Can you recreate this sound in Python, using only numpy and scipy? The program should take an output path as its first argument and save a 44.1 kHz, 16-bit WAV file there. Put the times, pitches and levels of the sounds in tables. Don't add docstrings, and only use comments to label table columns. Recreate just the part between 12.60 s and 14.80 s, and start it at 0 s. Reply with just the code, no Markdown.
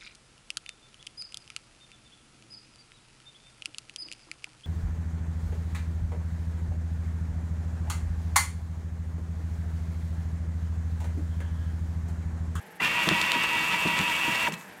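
import sys
import numpy as np
from scipy import signal
from scipy.fft import rfft, irfft, next_fast_len
from scipy.io import wavfile
from scipy.ndimage import map_coordinates

SR = 44100
rng = np.random.default_rng(int(sys.argv[2]) if len(sys.argv) > 2 else 0)


def inscribe(sig):
    pcm = np.round(np.clip(np.atleast_2d(sig).T, -1, 1) * 32767)
    wavfile.write(sys.argv[1], SR, pcm.astype(np.int16))


N = 97020


def amp(db):
    return 10 ** (np.asarray(db) / 20)


def unit(x):
    return x / np.sqrt(np.mean(x ** 2) + 1e-20)


def along(points, hz):
    point_hz, values = np.transpose(points)
    return np.interp(np.log(hz + 1), np.log(point_hz + 1), values)


def clock():
    return np.arange(N) / SR


def curve(rows):
    return np.interp(clock(), *np.transpose(rows))


def wobble(knots_per_s):
    return map_coordinates(rng.standard_normal(4096), [clock() * knots_per_s], mode="wrap")


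def filtered(x, response):
    size = next_fast_len(N + SR // 2)
    return irfft(rfft(x, size) * response(np.fft.rfftfreq(size, 1 / SR)), size)[:N]


def coloured(x, spectrum):
    return unit(filtered(x, lambda hz: amp(along(spectrum, hz))))


def noise(spectrum):
    return coloured(rng.standard_normal(N), spectrum)


def tone(hz):
    return np.sqrt(2) * np.sin(2 * np.pi * (np.cumsum(hz * np.ones(N)) / SR + rng.random()))


def add(track, start_s, sound):
    part = track[round(start_s * SR):][:len(sound)]
    part += sound[:len(part)]


ROLLER_TURN_HZ, PULLEY_TURN_HZ = 5.41, 9.09
# time in seconds, share of full speed.
DRIVE_SPEED = [(.198, 0.29), (.25, 0.89), (.31, 0.99), (1.858, 1), (1.88, 1), (1.9, .4)]
# frequency in Hz, relative gain in dB.
FRAME_RESPONSE = [(240, -11), (400, -16.5), (653, -13.5), (749, -17), (957, -3), (1030, -6.5),
                  (1380, -10.5), (1910, -7), (2120, -8.5), (2220, -6), (2400, -3.5), (2670, -4.5),
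                  (2880, -7.5), (3850, -17.5), (15500, -41.5)]
# multiple, relative level in dB, swell in dB, swell peak in roller turns.
TOOTH_HARMONICS = [(1, -53, 1, .2), (2, -54, 1, .5), (4, -48, 1.5, .4), (5, -48, 1.5, .4),
                   (6, -40.5, 3.5, .24), (7, -39.5, 4, .35), (8, -38, 3.5, .83), (9, -45, 2, .3),
                   (10, -46, 2, .2), (11, -50, 2, .3), (14, -55, 2, .5)]


def teeth(tooth_hz=326.0, blur_hz=13, swing_db=1.8, pulley_fastest_s=.395):
    t = clock()
    pulley_sway = .007 * np.cos(2 * np.pi * PULLEY_TURN_HZ * (t - pulley_fastest_s))
    roller_sway = .002 * np.cos(2 * np.pi * ROLLER_TURN_HZ * t)
    hz = tooth_hz * curve(DRIVE_SPEED) * (1 + pulley_sway + roller_sway + .003 * wobble(39.51))
    out = np.zeros(N)
    for k, db, swell_db, peak_turns in TOOTH_HARMONICS:
        turn_db = swell_db * np.cos(2 * np.pi * (ROLLER_TURN_HZ * t - peak_turns))
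        frame_db = along(FRAME_RESPONSE, k * hz) - along(FRAME_RESPONSE, k * tooth_hz)
        gain = amp(db + turn_db + frame_db + swing_db * wobble(45.3))
        out += gain * tone(k * hz + blur_hz * wobble(130))
    return out


# centre in Hz, width in Hz, boost in dB.
FRAME_RESONANCES = [(2960, 62, 0.5), (3260, 83, 1), (3554, 120, 6.5), (4620, 150, 4)]


def rattle(ticks_per_s=3000, tick_share=.6, level_db=-30.5, swing_db=1.2):
    def resonance_gain(f):
        return amp(sum(db / (1 + (2 * (f - hz) / width) ** 2) for hz, width, db in FRAME_RESONANCES))

    ticks = unit((rng.random(N) < ticks_per_s / SR) * rng.standard_normal(N))
    contact = np.sqrt(tick_share) * ticks + np.sqrt(1 - tick_share) * rng.standard_normal(N)
    ringing = filtered(contact, resonance_gain)
    return amp(level_db + swing_db * wobble(45)) * coloured(ringing, FRAME_RESPONSE)


def motor(whine_hz=2748, level_db=-33.5, swing_db=1.4):
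    return amp(level_db + swing_db * wobble(24.896)) * tone(whine_hz + 1.78 * wobble(29.4))


def roller(note_hz=970, level_db=-39.5, hard_drag_s=.758):
    turn_rad = 2 * np.pi * ROLLER_TURN_HZ * (clock() - hard_drag_s)
    drag = (np.cos(turn_rad) + .85 * np.cos(2 * turn_rad)) / np.sqrt(2)
    hz = note_hz - 19 * drag + 10 * wobble(120)
    return amp(level_db + 6 * drag + wobble(50.1)) * curve(DRIVE_SPEED) ** 2 * tone(hz)


# start in seconds, length in seconds, first and last pitch in Hz, level in dB.
BELT_SLIPS = [(.197, 0.015, 1880, 2050, -29.5), (0.213, 0.041, 2420, 2420, -27.5),
              (0.234, 0.024, 1830, 1750, -33), (1.864, 0.0186, 2200, 1300, -30.5),
              (1.868, .024, 1040, 810, -29), (1.877, .012, 850, 505, -34)]


def squeaks(roughness_hz=35):
    out = np.zeros(N)
    for start_s, length_s, first_hz, last_hz, db in BELT_SLIPS:
        progress = np.clip((clock() - start_s) / length_s, 0, 1)
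        hz = first_hz + (last_hz - first_hz) * progress + roughness_hz * wobble(500)
        out += amp(db) * np.sin(np.pi * progress) * tone(hz)
    return out


# frequency in Hz, relative density in dB.
RUMBLE_SPECTRUM = [(25, -61), (60, -27.5), (90, -17), (120, -13.5), (170, 8), (215, 1.5), (270, -6.5),
                   (450, -9.5), (800, -35), (3000, -83)]
# time in seconds, level in dB.
RUMBLE_ENVELOPE = [(.195, -62), (.215, -52), (.95, -46), (1.8, -53.5), (1.91, -37), (1.98, -48.5),
                   (2.06, -57.5), (2.2, -61)]


def frame(stop_s=1.885, ring_hz=2597, ring_db=-47, t60_s=.6):
    age_s = np.maximum(clock() - stop_s, 0)
    ring = (age_s > 0) * amp(ring_db - 60 * age_s / t60_s) * tone(ring_hz + 12 * wobble(80.1))
    rumble = amp(curve(RUMBLE_ENVELOPE) + 1.36 * wobble(16)) * noise(RUMBLE_SPECTRUM)
    return ring + rumble


# start in seconds, gain in dB, mode tilt in dB per octave.
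SHEET_IMPACTS = [(.216, -30.5, 4.5), (.472, -18.5, 3.5), (.512, -17, 3.5), (0.628, -29.5, -1),
                 (0.756, -25.5, 1), (0.957, -32, 0), (1.254, -19, 3.5), (1.334, -31.5, -10),
                 (1.396, -19, -5.5), (1.482, -36, 1), (1.678, -22.5, 0), (1.884, -35, 9)]
# frequency in Hz, relative level in dB, T60 in seconds.
BOX_MODES = [(63.7, -28, 0.11), (99, -18.5, 0.18), (163.6, -8, 0.17), (181.4, -11.5, 0.16),
             (318, -6, 0.072), (362, -7.5, 0.047), (446, -9, 0.043), (616, -13, 0.03), (655, -23, 0.034)]
# frequency in Hz, relative density in dB.
PUFF_SPECTRUM = [(25, -40), (50, -24), (100, -36), (180, 16.5), (300, 5), (600, -6.5), (1200, -9),
                 (4000, -74)]


def thumps(attack_s=0.0017, puff_db=-9, puff_t60_s=0.18):
    out, t = np.zeros(N), np.arange(SR // 3) / SR
    for start_s, db, tilt_db_per_oct in SHEET_IMPACTS:
        ring = np.zeros(len(t))
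        for hz, mode_db, t60_s in BOX_MODES:
            struck_db = mode_db + tilt_db_per_oct * np.log2(hz / 160) + rng.normal(0, 1)
            ring += amp(struck_db - 60 * t / t60_s) * np.sin(2 * np.pi * hz * t)
        puff = amp(puff_db - 60 * t / puff_t60_s) * noise(PUFF_SPECTRUM)[:len(t)]
        add(out, start_s, amp(db) * (ring + puff) * (1 - np.exp(-t / attack_s)))
    return out


# start in seconds, peak in dB, pitch in Hz, T60 in seconds.
EDGE_SNAPS = [(.248, -17, 4500, .03), (.4892, -7, 3600, .009), (.4925, -19, 6000, .008),
              (.6142, -13, 4600, .02), (.7186, -6, 3600, .006), (.838, -22, 6500, .01),
              (1.278, -22, 4800, .012), (1.3893, -14, 4300, .014), (1.413, -22, 3300, .01),
              (1.498, -25, 6000, .012), (1.756, -24, 5000, .012), (1.922, -26, 7000, .022),
              (1.939, -27, 4000, .02), (1.977, -40, 8000, .015), (2.011, -36, 8000, .015)]
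# frequency in Hz, relative density in dB.
SNAP_SPECTRUM = [(500, 0), (1500, 4), (3200, 8), (4500, -0.5), (5500, -3), (8000, -2.5), (12000, -14.5),
                 (16000, -31)]


def snaps(boost_db=6, width_oct=.35):
    out, t = np.zeros(N), np.arange(SR // 20) / SR
    hz = np.geomspace(400, 16000, 32)
    for start_s, peak_db, pitch_hz, t60_s in EDGE_SNAPS:
        bump_db = boost_db * np.exp(-(np.log2(hz / pitch_hz) / width_oct) ** 2)
        spectrum = np.column_stack([hz, along(SNAP_SPECTRUM, hz) + bump_db])
        crack = amp(-60 * t / t60_s) * noise(spectrum)[:len(t)]
        add(out, start_s, amp(peak_db) * crack / np.abs(crack).max())
    return out


# time in seconds, gain in dB.
SLIDE_ENVELOPE = [(.195, -66), (.205, -5), (.24, 2), (.4, 1), (1.0, 1), (1.87, 3), (1.885, 3.5),
                  (1.915, -17), (1.935, 5.5), (1.96, -16), (2.0, -5), (2.06, -16), (2.2, -37)]
# frequency in Hz, relative density in dB.
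PAPER_SPECTRUM = [(1500, -27), (4000, -6.5), (7500, 3.5), (10000, -4), (13000, -3), (16000, -11)]


def paper(hiss_db=-47, flicks_per_s=22, flick_db=-42, flick_t60_s=.04):
    impulses = (rng.random(N) < flicks_per_s / SR) * rng.uniform(0.24, 1, N)
    decay = amp(-60 * clock()[:SR // 10] / flick_t60_s)
    hiss = amp(hiss_db + 1.25 * wobble(25) + 1.9 * wobble(400)) * noise(PAPER_SPECTRUM)
    flicks = amp(flick_db) * signal.fftconvolve(impulses, decay)[:N] * noise(PAPER_SPECTRUM)
    return amp(curve(SLIDE_ENVELOPE)) * (hiss + flicks)


# frequency in Hz, level in dB.
HUM_TONES = [(197, -67.5), (500.6, -63.5), (807.5, -66.5), (872, -65.5), (1308, -67), (1615, -64),
             (1809, -70)]
# frequency in Hz, relative density in dB.
IDLE_SPECTRUM = [(18, -48), (30, -18.5), (208, -5), (410, -4.5), (455, 1.5), (546, -39), (591, 0),
                 (639, -5.5), (830, -4.5), (1230, -11), (1640, -2), (1910, -5), (3780, -19.5), (11900, -29),
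                 (15500, -45)]
# time in seconds, level in dB.
IDLE_ENVELOPE = [(0, -50.5), (.2, -52.5), (1.9, -58), (2.1, -46.5), (2.2, -49.5)]
# frequency in Hz, relative density in dB.
FLUTTER_SPECTRUM = [(5000, -30), (8000, -6), (9800, -10), (11500, -1), (13500, -11), (16000, -18)]


def idle(flutter_hz=21.35, flutter_peak_s=.024, flutter_db=-60):
    hum = sum(amp(db + 3.4 * wobble(10.7)) * tone(hz + 3 * wobble(20)) for hz, db in HUM_TONES)
    floor = amp(curve(IDLE_ENVELOPE)) * noise(IDLE_SPECTRUM)
    pulse = (.5 + .5 * np.cos(2 * np.pi * flutter_hz * (clock() - flutter_peak_s))) ** 0.77
    return hum + floor + amp(flutter_db) * pulse * noise(FLUTTER_SPECTRUM)


# frequency in Hz, T60 in seconds.
ROOM_DECAY = [(150, 0.12), (1000, 0.76), (3000, 0.41), (12000, 0.37)]


def room(x):
    hz, t, bins = signal.stft(rng.standard_normal(SR // 2), SR, nperseg=256)
    decay = amp(-60 * t / along(ROOM_DECAY, hz)[:, None])
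    tail = signal.istft(bins * decay, SR, nperseg=256)[1]
    return signal.fftconvolve(x, tail / np.linalg.norm(tail))[:N]


# time in seconds, gain in dB.
DRIVE_ENVELOPE = [(.193, -61), (.201, -4), (.235, 1.5), (.26, 2.5), (.285, -2.5), (.33, -0.5), (1.1, -0.5),
                  (1.84, -0.5), (1.878, -2), (1.892, -30), (1.93, -15.5), (2.0, -52)]


def scene(drive_room_db=-8.5, hit_room_db=-13.5):
    drive_gain = amp(curve(DRIVE_ENVELOPE))
    drive = drive_gain * (teeth() + rattle())
    whine = drive_gain * (motor() + roller())
    hits = thumps() + snaps() + squeaks()
    direct = drive + whine + hits + frame() + paper() + idle()
    return (direct + amp(drive_room_db) * room(drive) + amp(hit_room_db) * room(hits))[None]


def record(dry, low_cut_hz=52, top_hz=15900):
    highpass = signal.butter(4, low_cut_hz, "highpass", fs=SR, output="sos")
    thinned = signal.sosfilt(highpass, dry[0])
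    return filtered(thinned, lambda hz: hz < top_hz)[None]


dry = scene()
out = record(dry)
inscribe(out)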